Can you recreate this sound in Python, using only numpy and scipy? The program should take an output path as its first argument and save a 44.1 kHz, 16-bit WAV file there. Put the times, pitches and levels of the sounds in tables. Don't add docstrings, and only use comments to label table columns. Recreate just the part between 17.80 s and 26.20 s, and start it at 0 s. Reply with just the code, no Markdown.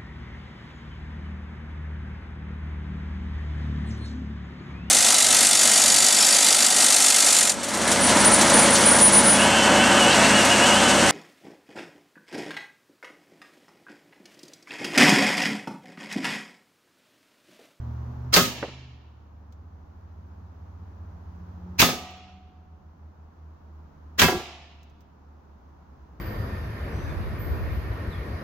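import sys
import numpy as np
from scipy import signal
from scipy.fft import rfft, irfft
from scipy.io import wavfile
from scipy.ndimage import uniform_filter1d

SR = 44100
rng = np.random.default_rng(int(sys.argv[2]) if len(sys.argv) > 2 else 0)


def dump_mix(stems):
    frames = np.atleast_2d(stems).T
    limited = np.clip(frames, -1, 1)
    pcm = np.round(limited * 32767).astype(np.int16)
    wavfile.write(sys.argv[1], SR, pcm)


N = 370440


def amp(db):
    return 10 ** (np.asarray(db) / 20)


def unit_rms(x):
    return x / np.sqrt(np.mean(x ** 2) + 1e-20)


def read(points, hz):
    f, value = np.transpose(points)
    return np.interp(np.log(hz + 1), np.log(f + 1), value)


def add(mix, s, sound):
    part = mix[:, round(s * SR):][:, :sound.shape[1]]
    part += sound[:, :part.shape[1]]


def clock(size):
    return np.arange(size) / SR


def wander(t, knots):
    return np.interp(t, np.linspace(0, t[-1], knots), rng.standard_normal(knots))


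def hump(centre_hz, q):
    return lambda hz: -10 * np.log10(1 + (q * ((hz + 1) / centre_hz - centre_hz / (hz + 1))) ** 2)


def ribbed(spectrum, depth_db, spacing_hz):
    knots = np.arange(1024) * spacing_hz
    taper = np.interp(knots, [0, 500, 7000, 10000], [0, 1, 1, .5])
    ribs = depth_db * rng.uniform(-1, 1, len(knots)) * taper
    return lambda hz: read(spectrum, hz) + np.interp(hz, knots, ribs)


def band_decay(x, t60s):
    hz, t, bands = signal.stft(x, SR, nperseg=256)
    fade = amp(-60 * t / read(t60s, hz)[:, None])
    return signal.istft(bands * fade, SR, nperseg=256)[1][:, :x.shape[1]]


# f/Hz, left-right correlation
AHEAD = [(50, 0), (300, 1), (900, 1), (1600, .5), (3000, .2), (5000, 0.14), (16000, .05)]
def noise(colour, image, size):
    hz = np.fft.rfftfreq(size, 1 / SR)
    a, b = np.exp(2j * np.pi * rng.random((2, len(hz))))
    correlation = np.clip(read(image, hz), -.99, .99)
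    mid, side = a * np.sqrt(1 + correlation), b * np.sqrt(1 - correlation)
    return unit_rms(irfft(np.array([mid + side, mid - side]) * amp(colour(hz)), size))


def ring(modes, rise, longest_t60=.36):
    t = clock(65536)
    out = np.zeros((2, len(t)))
    for hz, db, t60 in modes:
        flutter = wander(t, knots=64)
        skew = np.arccos(np.clip(read(AHEAD, hz), -1, 1)) * rng.choice([-1, 1])
        phase = 2 * np.pi * (rng.random() + hz * t) + flutter / 2
        out += amp(db - 60 * t / min(t60, longest_t60)) * np.sin(phase + np.array([[0], [skew]]))
    return out * (1 - np.exp(-t / rise))


def engine(hz, gain, overtone_db, waver=.003, throb_db=1.97):
    t = clock(N)
    pitch = hz * (1 + waver * wander(t, knots=200))
    level = gain * amp(throb_db * wander(t, knots=200))
    phase = 2 * np.pi * np.cumsum(pitch) / SR
    return level * unit_rms(np.sin(phase) + amp(overtone_db) * np.sin(2 * phase))


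# f/Hz, level/dB
TYRES = [(20, -10.5), (45, -2.5), (70, 0), (105, -7.5), (200, -4.5), (300, -9.5), (520, -16), (950, -13),
         (1400, -20), (2200, -33), (3500, -39), (6500, -41), (8400, -59.5), (14000, -48)]
# f/Hz, left-right correlation
AROUND = [(25, 0), (60, .8), (200, 1), (500, 0.093), (1000, 0.063), (2000, .1), (5000, 0)]
# t/s, f/Hz, level/dB
DRIVING = [(0, 114.3, -36.5), (.5, 123, -35), (0.999, 127.5, -35.5), (1.3, 114, -47.5), (1.9, 87, -42.5),
           (2.7, 91.32, -40.5), (3.9, 88.3, -40.5), (4.7, 82.65, -41), (6.3, 76.43, -41),
           (7.4, 72.22, -54.5), (8.4, 63, -44.5)]
def traffic(recede_s=4, pass_s=4.1, pass_width_s=.62, climb_hz_per_s=14):
    t = clock(N)
    s, hz, db = np.transpose(DRIVING)
    tyres = amp(-46) * noise(lambda hz: read(TYRES, hz), AROUND, N)
    receding = engine(hz=74.8, gain=amp(-36) / (1 + t / recede_s), overtone_db=-21.5)
    driving = engine(np.interp(t, s, hz), amp(np.interp(t, s, db)), overtone_db=-15)
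    nearness = np.exp(-((t - pass_s) / pass_width_s) ** 2)
    passing = engine(183 + climb_hz_per_s * (t - pass_s), amp(-42) * nearness, overtone_db=-17)
    return tyres + receding + driving + passing


# t/s, level/dB, left over right/dB, top-end EQ/dB
TICKS = [(1.7237, -50, 0, 3), (4.3084, -43, -6, 22), (4.3687, -50, -1.5, 20), (7.0307, -48, -2.0, 8),
         (7.098, -56, -1.0, 6), (7.207, -51.5, -12, 14)]
def debris(mix, t60=0.061):
    t = clock(4096)
    for s, db, pan_db, top_db in TICKS:
        colour = [(1500, 7), (6500, 12.0), (9500, -9), (15500, top_db)]
        tap = noise(lambda hz: read(colour, hz), AHEAD, len(t)) * amp(db - 60 * t / t60)
        add(mix, s, tap * amp([[pan_db / 2], [-pan_db / 2]]))


# f/Hz, level/dB
ECHO = [(60, -10), (250, -1), (500, -4.5), (800, -1.5), (1500, -9.5), (2800, -2), (5000, -8), (6800, -9),
        (8000, -18.5), (10500, -21), (16000, -20)]
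# f/Hz, t60/s
ECHO_T60 = [(100, 1.0), (700, 0.93), (2500, 1.037), (5000, 0.9), (9000, 0.58), (15000, .42)]
def echo(rise=0.13, uneven_db=1):
    t = clock(65536)
    waves = wander(t, knots=60)
    colour = ribbed(ECHO, depth_db=5, spacing_hz=40)
    tail = band_decay(noise(colour, AHEAD, len(t)), ECHO_T60)
    return tail * amp(uneven_db * waves) * (1 - np.exp(-t / rise))


def thud(centre_hz=92, rise=0.0044, t60=0.18):
    t = clock(16384)
    colour = lambda hz: 2 * hump(centre_hz, q=1.2)(hz)
    return noise(colour, AHEAD, len(t)) * amp(-60 * t / t60) * (1 - np.exp(-t / rise))


# f/Hz, level/dB, t60 before the cap/s
SHELF = [(169.3, 1, 0.2), (248, -4, 0.44), (392, -8.5, 1), (531, -9.5, 0.33), (952, -13.5, 0.12)]
def shelf_ring():
    return ring(SHELF, rise=0.0095)


def knock(centre_hz, t60, dull_hz=2400, rise=0.00027):
    t = clock(8192)
    colour = lambda hz: hump(centre_hz, q=2.2)(hz) - 10 * np.log10(1 + (hz / dull_hz) ** 6)
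    return noise(colour, AHEAD, len(t)) * amp(-60 * t / t60) * (1 - np.exp(-t / rise))


# f/Hz, level/dB, t60/s
WIDE_RIM = [(348.4, -1.5, 0.22), (377.5, -2.5, 0.17), (738, -1.5, 0.13)]
# t/s, level/dB, f/Hz, t60/s, first gap/s, step per knock/dB, relative clack/dB, rim on
ROCKS = [(.571, -6.5, 700, 0.093, .012, -4.5, -15, False), (.828, -13, 480, .1, .054, -13.5, -3, False),
         (4.026, -1.5, 880, 0.051, 0.0197, -10, -12, False),
         (4.088, -9.5, 760, 0.075, 0.042, -7.5, -10, False), (6.421, -5, 450, 0.084, .022, -3.5, 7, False),
         (6.483, -7, 630, 0.11, .039, -5, -5, True), (6.597, -26, 443, .1, 0.073, -10, -8, True)]
def rocking_cans(mix, gap_ratio=0.69, pitch_ratio=0.56, knocks=4):
    for start, db, centre_hz, t60, gap, step_db, clack_db, rim_rings in ROCKS:
        run, s = np.zeros((2, SR)), 0
        for k in range(knocks):
            force = amp(k * step_db)
            add(run, s, force * knock(centre_hz * pitch_ratio ** k, t60))
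            add(run, s, force ** 2 * amp(clack_db) * knock(centre_hz=1651.1, t60=.04))
            if rim_rings:
                add(run, s, force * amp(-1.5) * ring(WIDE_RIM, rise=0.0036))
            s += gap * gap_ratio ** k
        add(mix, start, amp(db) * run)


# f/Hz, level/dB
RATTLE = [(30, -18), (90, -3), (180, -0.5), (300, -1), (600, -3), (1300, -3.5), (2000, -9), (3200, -6),
          (6700, -12.5), (8200, -17.5), (10000, -21), (13000, -13.5), (16000, -13.5)]
# f/Hz, t60/s
RATTLE_T60 = [(100, 0.51), (400, 0.18), (1200, 0.22), (3000, .3), (7000, 0.36), (15000, 0.3)]
def rattle(rise=0.0054):
    t = clock(32768)
    colour = ribbed(RATTLE, depth_db=8, spacing_hz=40)
    return band_decay(noise(colour, AHEAD, len(t)), RATTLE_T60) * (1 - np.exp(-t / rise))


# f/Hz, level/dB, t60 before the cap/s
TALL_WALL = [(1262, 1.5, 0.25), (1670, -14, 1.1), (2060, -10, 0.43), (2390, -13, 0.19), (2961, -9.5, 0.69),
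             (3770, -15, 0.84), (3470, -22, 1.2), (4170, -13, 0.23), (5760, -19, 0.25), (6250, -9, 0.49)]
TALL_BASE = [(1104.4, -9, 0.24), (1257, -2, 0.91), (1750, -11.5, 0.59), (2237, -6, 0.93),
             (2734, -5.5, 0.39), (2990, -1.5, 0.16), (3560, -1, 0.49), (4980, -2, 0.16), (5470, -7, 0.99),
             (6480, -8, 0.96), (6500, -9.5, 0.41)]
TALL_LID = [(657, -6, .9), (694, -6, 1.1), (738, -3.5, 1.8), (1179, -4.5, .9), (1281, -6.5, 1)]
WIDE_WALL = [(987, -3.5, 0.3), (1270, -13.5, 0.28), (1320, -25.5, 0.6), (1640, -5.5, 0.38),
             (2040, -16, 0.31), (2130, -7, 0.27), (2630, -7.5, 0.31), (3240, -13.5, 0.35),
             (3370, -4, 0.046), (4850, -18.5, 0.32)]
WIDE_LID = [(657, -4, .8), (694, -4, 1.2), (738, -5, 1.1), (802, -2, .8), (848, -3, .7), (1157, 3, .6),
            (1355, 5, .6)]
# t/s, body level/dB, body modes, lid level/dB, lid modes
CLANGS = [(0.566, -4.5, TALL_WALL, -40, TALL_LID), (4.019, -8, TALL_BASE, -21.5, TALL_LID),
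          (6.425, -2, WIDE_WALL, -24, WIDE_LID)]
def struck_cans(mix):
    for s, body_db, body, lid_db, lid in CLANGS:
        add(mix, s, amp(body_db) * ring(body, rise=0.0061))
        add(mix, s, amp(lid_db) * ring(lid, rise=.003, longest_t60=2.2))


# f/Hz, level/dB
REPORT = [(60, -10), (180, -1), (600, -8.5), (1200, -1), (3000, -5), (6500, -7), (8000, -16.5),
          (10500, -22.5), (13000, -11), (16000, -10)]
# f/Hz, left-right correlation
ASIDE = [(100, .7), (400, .5), (850, -0.6), (1400, -.2), (2300, .3), (5000, -0.15)]
def report(swell=0.025, t60=0.27, bounce_db=-10, bounce_delay=0.1):
    t = clock(16384)
    onset = lambda u: np.clip(u / swell, 0, 1) ** 2.8
    puff = lambda u: onset(u) * amp(-60 * np.maximum(u - swell, 0) / t60)
    envelope = np.hypot(puff(t), amp(bounce_db) * puff(t - bounce_delay))
    hiss = noise(ribbed(REPORT, depth_db=7, spacing_hz=90), ASIDE, len(t))
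    return envelope * band_decay(hiss, t60s=[(5000, 3.4), (9000, 1), (15000, .7)])


def surges(centre_hz, count=3, gap_s=.0085, first_length_s=.008, shrink=0.69, step_db=-2.5):
    t = clock(1024)
    out = np.zeros((2, 4096))
    for k in range(count):
        hiss = noise(hump(centre_hz, q=4.5), ASIDE, len(t))
        progress = np.minimum(t / (first_length_s * shrink ** k), 1)
        crest = np.sqrt(np.sin(np.pi * progress).clip(0))
        add(out, k * gap_s, amp(k * step_db) * hiss * crest)
    return out


def zip_past(from_hz=16000, to_hz=11800, length=0.0047):
    progress = np.minimum(clock(512) / length, 1)
    turns = np.cumsum(to_hz + (from_hz - to_hz) * (1 - progress) ** 2) / SR
    return np.sin(np.pi * progress) * np.sin(2 * np.pi * (turns + rng.random((2, 1))))


def crack(centre_hz, hold=0.0027, t60=0.077, snap_db=-4, snap_t60=0.075):
    t = clock(4096)
    tear = noise(hump(centre_hz, q=1.6), AHEAD, len(t)) * amp(-60 * np.maximum(t - hold, 0) / t60)
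    snap = noise(lambda hz: read(REPORT, hz), AHEAD, len(t)) * amp(snap_db - 60 * t / snap_t60)
    return tear + snap


# impact t/s, report lead/s, report level/dB, surge level/dB, surge f/Hz, crack level/dB,
# crack f/Hz, rattle level/dB, shelf level/dB, thud level/dB, echo level/dB
SHOTS = [(0.562, 0.042, -3.5, 1.5, 4683, 0, 2600, 2, -4.5, -18, -12.5),
         (4.0162, 0.039, -5, -14, 4420, 0.5, 2774, 1, -4, -14, -15.5),
         (6.417, .044, -5.5, -8, 2995, -0.5, 2200, -0.5, -6, -6, -14.5)]
def pistol_shots(mix, surge_lead=.0238, zip_lead=.008, shelf_lag=.006):
    for (s, report_lead, report_db, surge_db, surge_hz, crack_db, crack_hz,
         rattle_db, shelf_db, thud_db, echo_db) in SHOTS:
        add(mix, s - report_lead, amp(report_db) * report())
        add(mix, s - surge_lead, amp(surge_db) * surges(surge_hz))
        add(mix, s - zip_lead, amp(-9) * zip_past())
        add(mix, s, amp(crack_db) * crack(crack_hz))
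        add(mix, s, amp(rattle_db) * rattle())
        add(mix, s + shelf_lag, amp(shelf_db) * shelf_ring())
        add(mix, s, amp(thud_db) * thud())
        add(mix, s, amp(echo_db) * echo())


def scene():
    mix = traffic()
    pistol_shots(mix)
    struck_cans(mix)
    rocking_cans(mix)
    debris(mix)
    return mix


def gain_control(x, limit_db=-10.5, recover_db_per_s=2.5):
    power = uniform_filter1d((x ** 2).mean(0), size=400)
    excess_db = np.maximum(10 * np.log10(abs(power) + 1e-12) - limit_db, 0)
    recovery = recover_db_per_s * clock(N)
    cut_db = np.maximum.accumulate(excess_db + recovery) - recovery
    return x * amp(-uniform_filter1d(cut_db, size=100))


def record(dry):
    ceiling, high_cut_hz = .93, 16150
    balance = [(100, -1), (1500, 0.1), (4200, -2.5), (8000, -0.5), (13000, 2.0)]
    balance_db = read(balance, np.fft.rfftfreq(N, 1 / SR))
    ports = irfft(rfft(dry) * amp([balance_db / 2, -balance_db / 2]), N)
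    rounded = ceiling * np.tanh(gain_control(ports) / ceiling)
    high_cut = signal.firwin(511, high_cut_hz, window=("kaiser", 9), fs=SR)
    return signal.oaconvolve(rounded, high_cut[None], "same")


dry = scene()
out = record(dry)
dump_mix(out)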